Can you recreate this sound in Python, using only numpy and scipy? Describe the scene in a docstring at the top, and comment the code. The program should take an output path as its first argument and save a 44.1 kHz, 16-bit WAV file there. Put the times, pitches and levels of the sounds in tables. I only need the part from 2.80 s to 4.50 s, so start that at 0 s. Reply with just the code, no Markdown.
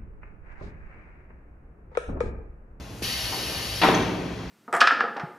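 """In a large factory hall, an air-powered sheet loader works over low machine noise.
A valve pops open and air hisses out, making the exhaust sing, while the moving frame rumbles
and knocks softly. The frame lands on its stops in a quick run of heavy blows: the steel booms,
a small part pings and the hall rings on."""
import sys
import numpy as np
from scipy import signal
from scipy.fft import rfft, irfft, next_fast_len
from scipy.io import wavfile

SR = 44100
rng = np.random.default_rng(int(sys.argv[2]) if len(sys.argv) > 2 else 0)


def put_to_file(sound):
    """Save the sound as 16-bit audio at rate SR, in the file named by the first command-line argument."""
    columns = np.atleast_2d(sound).T  # one column per channel
    safe = np.clip(columns, -1, 1)
    whole_steps = np.round(safe * 32767)
    wavfile.write(sys.argv[1], SR, whole_steps.astype(np.int16))


N = 74970
TIME = np.arange(N) / SR
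VALVE_OPEN_S, VALVE_SHUT_S = 0.2205, 1.065
BASS_HZ = 420  # where the bass ends

# Blows on the frame. Each row: start in seconds, level in dB, dullness in dB (the ringing loses
# this much per octave above 1 kHz), extra bass in dB, hardness of the contact in dB.
blow_rows = None
BLOWS = [(0.522, -14, 8, -3, 0), (.718, -23.5, 7, 0, -9), (1.0159, -2.5, -1, -1.5, 2),
         (1.0215, -4, -1.5, 2.5, -3), (1.0337, 1, 2, 2.5, 5.5), (1.043, -7, -4.5, -17, -1),
         (1.0501, -10, 15, -7, 5), (1.087, -5, 15.5, 1, 16), (1.146, -8.5, -1.5, -25, -4)]


def from_db(db):
    """Turn decibels into a number to multiply by."""
    return 10 ** (np.asarray(db) / 20)


def rms_one(x):
    """Scale a sound so its average strength (rms) is 1."""
    return x / np.sqrt(np.mean(x ** 2) + 1e-20)


def at_hz(table, hz, column=1):
    """Read a table at any frequency, sliding between its rows on a pitch scale."""
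    table = np.array(table)
    return np.interp(np.log(np.maximum(hz, 1)), np.log(table[:, 0]), table[:, column])


def since(start_s):
    """Seconds gone by since a moment, zero before it."""
    return np.maximum(TIME - start_s, 0)


def rise(start_s, attack_s):
    """A level that climbs from 0 to 1, faster when attack_s is small."""
    return 1 - np.exp(-since(start_s) / attack_s)


def fade(start_s, t60):
    """A level that jumps to 1, then drops 60 dB in t60 seconds (the fade time)."""
    return (TIME >= start_s) * np.exp(-np.log(1000) * since(start_s) / t60)


def ring(start_s, hz, t60):
    """One fading tone of a struck object."""
    return fade(start_s, t60) * np.sin(2 * np.pi * hz * since(start_s))


def noise(shape, ripple_db=4, ripple_spacing_hz=30.29):
    """Stereo noise whose strength follows shape(hz); reflections add fine peaks and dips."""
    # How alike left and right sound. 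Each row: frequency in Hz, likeness from 0 to 1.
    likeness = [(60, .97), (150, .98), (300, .9), (600, .72), (1200, .72), (3000, .74), (6000, .72),
                (8000, .96), (12000, .9), (15000, .7)]
    hz = np.fft.rfftfreq(N, 1 / SR)
    mid, side = rfft(rng.standard_normal((2, N)))
    bumps = rng.standard_normal(N // 10)
    ripple = np.interp(hz / ripple_spacing_hz, np.arange(len(bumps)), bumps) * hz / (hz + BASS_HZ)
    alike = np.clip(at_hz(likeness, hz), 0, .995)
    pair = np.sqrt(1 + alike) * mid + np.sqrt(1 - alike) * side * [[1], [-1]]
    return rms_one(irfft(shape(hz) * from_db(ripple_db * ripple) * pair, N))


def coloured(spectrum):
    """Noise that follows a table of frequencies and levels."""
    return noise(lambda hz: from_db(at_hz(spectrum, hz)))


def resonance(centre_hz, width_hz):
    """Noise gathered around one pitch, heard as a wavering tone."""
    return noise(lambda hz: 1 / (1 + ((hz - centre_hz) / width_hz) ** 2))


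def band(low_hz, high_hz, order=6):
    """Noise between two frequencies; a higher order makes the edges sharper."""
    def shape(hz):
        low_cut = 1 + (low_hz / (hz + 1)) ** (2 * order)
        high_cut = 1 + (hz / high_hz) ** (2 * order)
        return 1 / np.sqrt(low_cut * high_cut)
    return noise(shape)


def ring_level(hz, t60, build_s):
    """Strength of the ringing at one frequency: the energy of all blows adds up and dies away."""
    octaves = max(np.log2(hz / 1000), 0)
    in_bass = 1 / (1 + (hz / BASS_HZ) ** 4)
    energy = 0
    for start, db, dull, bass, _ in BLOWS:
        strength = from_db(db - dull * octaves + bass * in_bass)
        energy += (strength * rise(start, build_s) * fade(start, t60)) ** 2
    return np.sqrt(energy)


def machines():
    """Machines in the hall rumble steadily and their motors give a wavering hum."""
    # The rumble. Each row: frequency in Hz, relative level in dB.
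    rumble_spectrum = [(25, -37), (45, -4.5), (63, 2.5), (85, -7), (115, -8.5), (170, -9.5), (250, -14),
                       (500, -16.5), (1000, -23), (2000, -28), (4000, -28.5), (6500, -34), (9000, -47.5),
                       (15000, -52)]
    # The motors. Each row: pitch in Hz, level in dB.
    motor_tones = [(64.5, -57.5), (113.5, -46.5)]
    hum = sum(from_db(db) * resonance(hz, width_hz=5.1) for hz, db in motor_tones)
    return from_db(-39.5) * coloured(rumble_spectrum) + hum


def leak(swell_db_per_s=43):
    """Air seeps out in a thin hiss that grows until the valve opens."""
    level = from_db(-51 - swell_db_per_s * np.abs(VALVE_OPEN_S - TIME))
    return band(7000, 14900, order=2) * level * (TIME < VALVE_OPEN_S)


def travel(start_s=0.438):
    """The frame starts to move and rumbles softly along its guides."""
    return from_db(-40) * band(220, 770, order=3) * rise(start_s, 0.03) * fade(start_s, t60=5.5)


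def valve(start_hz=626, end_hz=170, fall_s=0.0028):
    """The valve opens with a dull pop that drops in pitch, and the hall echoes briefly."""
    start = VALVE_OPEN_S
    cycles = end_hz * since(start) + (start_hz - end_hz) * fall_s * rise(start, fall_s)
    pop = from_db(-20) * np.sin(2 * np.pi * cycles) * fade(start, t60=0.035) * rise(start, 0.00085)
    echo = from_db(-37.5) * band(100, 320) * fade(start, t60=0.58) * rise(start, 0.0071)
    return pop + echo


def air(surge_s=0.31, shut_db_per_s=81):
    """A jet of air surges, settles and is shut off; it makes the exhaust sing and the hall echo."""
    # The hiss of the jet. Each row: frequency in Hz, relative level in dB.
    jet_spectrum = [(300, -4.5), (900, -2), (1500, -2.5), (2700, 1.5), (4500, 1), (6000, -0.5), (7500, -8),
                    (9000, -8), (11000, -5), (13000, -9), (15500, -7)]
    # Resonances of the exhaust. 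Each row: pitch in Hz, width in Hz, relative level in dB.
    exhaust_tones = [(1906, 17, -0.5), (2604, 6.9, 3.5), (2904, 44, 7.5), (3040, 28, 4.5), (3256, 15, 4.5),
                     (3730, 15, 1), (3818, 18, 5.5), (4170, 45, 4), (4514, 63, 11.5), (4670, 40, 4),
                     (5110, 6, 4), (5395, 68, 2.5), (5980, 10, -1)]
    surge = np.exp(-since(VALVE_OPEN_S) / surge_s)
    flow = from_db(2.5 * surge - shut_db_per_s * since(VALVE_SHUT_S))
    echo = from_db(-13.5) * fade(VALVE_SHUT_S, t60=2.8)
    hiss = coloured(jet_spectrum)
    treble = signal.sosfilt(signal.butter(1, 7000, "high", fs=SR, output="sos"), hiss)
    hiss += (from_db(2.5 * surge) - 1) * treble  # brighter during the surge
    hiss *= from_db(-33.5) * rise(VALVE_OPEN_S, 0.0035)
    singing = rms_one(sum(from_db(db) * resonance(hz, width) for hz, width, db in exhaust_tones))
    singing *= from_db(-38.5 + 4 * surge) * rise(VALVE_OPEN_S, 0.011)
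    return np.hypot(flow, echo) * (hiss + singing)  # hypot adds the two as energies


def ping(start_s=1.147):
    """A small metal part rings briefly and lingers in the hall."""
    direct = from_db(-22) * fade(start_s, t60=0.03)
    echo = from_db(-42) * fade(start_s, t60=0.81)
    return resonance(6135, width_hz=140) * (direct + echo) * rise(start_s, 0.0026)


def wash(band_count=20):
    """Sheet and hall ring in a blur after each blow: low notes build up later and last longer."""
    # The blur of ringing. Each row: frequency in Hz, relative level in dB,
    # fade time in seconds, build-up time in seconds.
    wash_spectrum = [(50, -28, 2, .06), (96, -3, 1.76, 0.02), (163, 1, 1.68, .04), (378, 2, 1.38, 0.023),
                     (560, -7.5, 1.84, 0.0041), (833, 1, 0.81, 0.0017), (1510, -5.5, 0.85, 0.0013),
                     (2330, -6.5, 0.83, 0.0013), (4300, -17, 0.85, 0.0044), (5170, -28.5, 1.3, .004),
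                     (8900, -34.5, 0.41, .004)]
    edges = np.geomspace(50, 10000, band_count + 1)
    centres = np.sqrt(edges[:-1] * edges[1:])
    gains = from_db(at_hz(wash_spectrum, centres)) * np.sqrt(np.diff(edges))  # wide bands hold more
    out = 0
    for low, high, hz, gain in zip(edges, edges[1:], centres, gains / np.linalg.norm(gains)):
        early = ring_level(hz, at_hz(wash_spectrum, hz, column=2), at_hz(wash_spectrum, hz, column=3))
        late = from_db(-15.5) * ring_level(hz, t60=3.02, build_s=0.092)  # the far ends of the hall
        out += gain * band(low, high, order=16) * np.hypot(early, late)
    return from_db(-20.5) * out


def frame():
    """Each blow shoves the air, cracks, thuds in the machine's bed and sets the steel frame ringing."""
    # Tones of the frame. Each row: pitch in Hz, relative level in dB, fade time in seconds.
    steel_tones = [(114, -11.5, 4.6), (178.2, 2.5, 2.24), (264.7, -10, 3.3), (304.5, -5, 1.7),
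                   (310, 1, 1.48), (381, 1.5, 1.26), (451, 0.5, 1.24), (774, 12, 0.2), (922, 10, 0.23),
                   (993, 2, 0.48), (1029, 6, 0.41), (1308, 0, 0.5), (1733, 2, 0.26), (1828, -3.5, 0.51)]
    out = np.zeros((2, N))
    crunch = band(350, 4240, order=8)
    for start, db, dull, bass, hard in BLOWS:
        shove = from_db(-7.5) * ring(start, hz=620, t60=0.0062) * rise(start, 0.00062)
        crack = from_db(-17 - dull) * crunch * fade(start, t60=0.041) * rise(start, 0.0012)
        thud = from_db(-21 + bass) * ring(start, hz=316, t60=0.055) * rise(start, 0.0022)
        out += from_db(db) * (from_db(hard) * (shove + crack) + thud)
    for hz, db, t60 in steel_tones:
        tone = np.sin(2 * np.pi * (hz * TIME + rng.random()))
        out += from_db(-32 + db) * ring_level(hz, t60, build_s=2 / hz) * tone
    return out


def scene():
    """Everything that sounds in the hall, added together."""
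    return valve() + air() + leak() + travel() + frame() + wash() + ping() + machines()


def record(dry, cutoff_hz=15000):
    """Two microphone openings hear different levels and timing; the highest treble is cut."""
    # Balance. Each row: frequency in Hz, left level minus right level in dB.
    balance_db = [(300, 0), (600, 1), (1200, 2.3), (2300, 3.5), (4200, 3.6), (7500, -1), (14000, 0)]
    # Timing. Each row: frequency in Hz, how far the left wave is ahead in radians.
    left_lead = [(1100, 0), (1600, -.5), (2400, -.1), (2900, .7), (4000, .2), (4600, .9), (5400, .6),
                 (7000, -1.2), (8050, -3.14), (11600, -6.3), (14500, -9.4)]
    size = next_fast_len(N + SR // 10)
    hz = np.fft.rfftfreq(size, 1 / SR)
    sides = np.array([[.5], [-.5]])  # left and right each take half
    openings = from_db(sides * at_hz(balance_db, hz)) * np.exp(1j * sides * at_hz(left_lead, hz))
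    heard = irfft(rfft(dry, size) * openings, size)[:, :N]
    return signal.sosfilt(signal.cheby2(14, 70, cutoff_hz, fs=SR, output="sos"), heard)


dry = scene()
out = record(dry)
put_to_file(out)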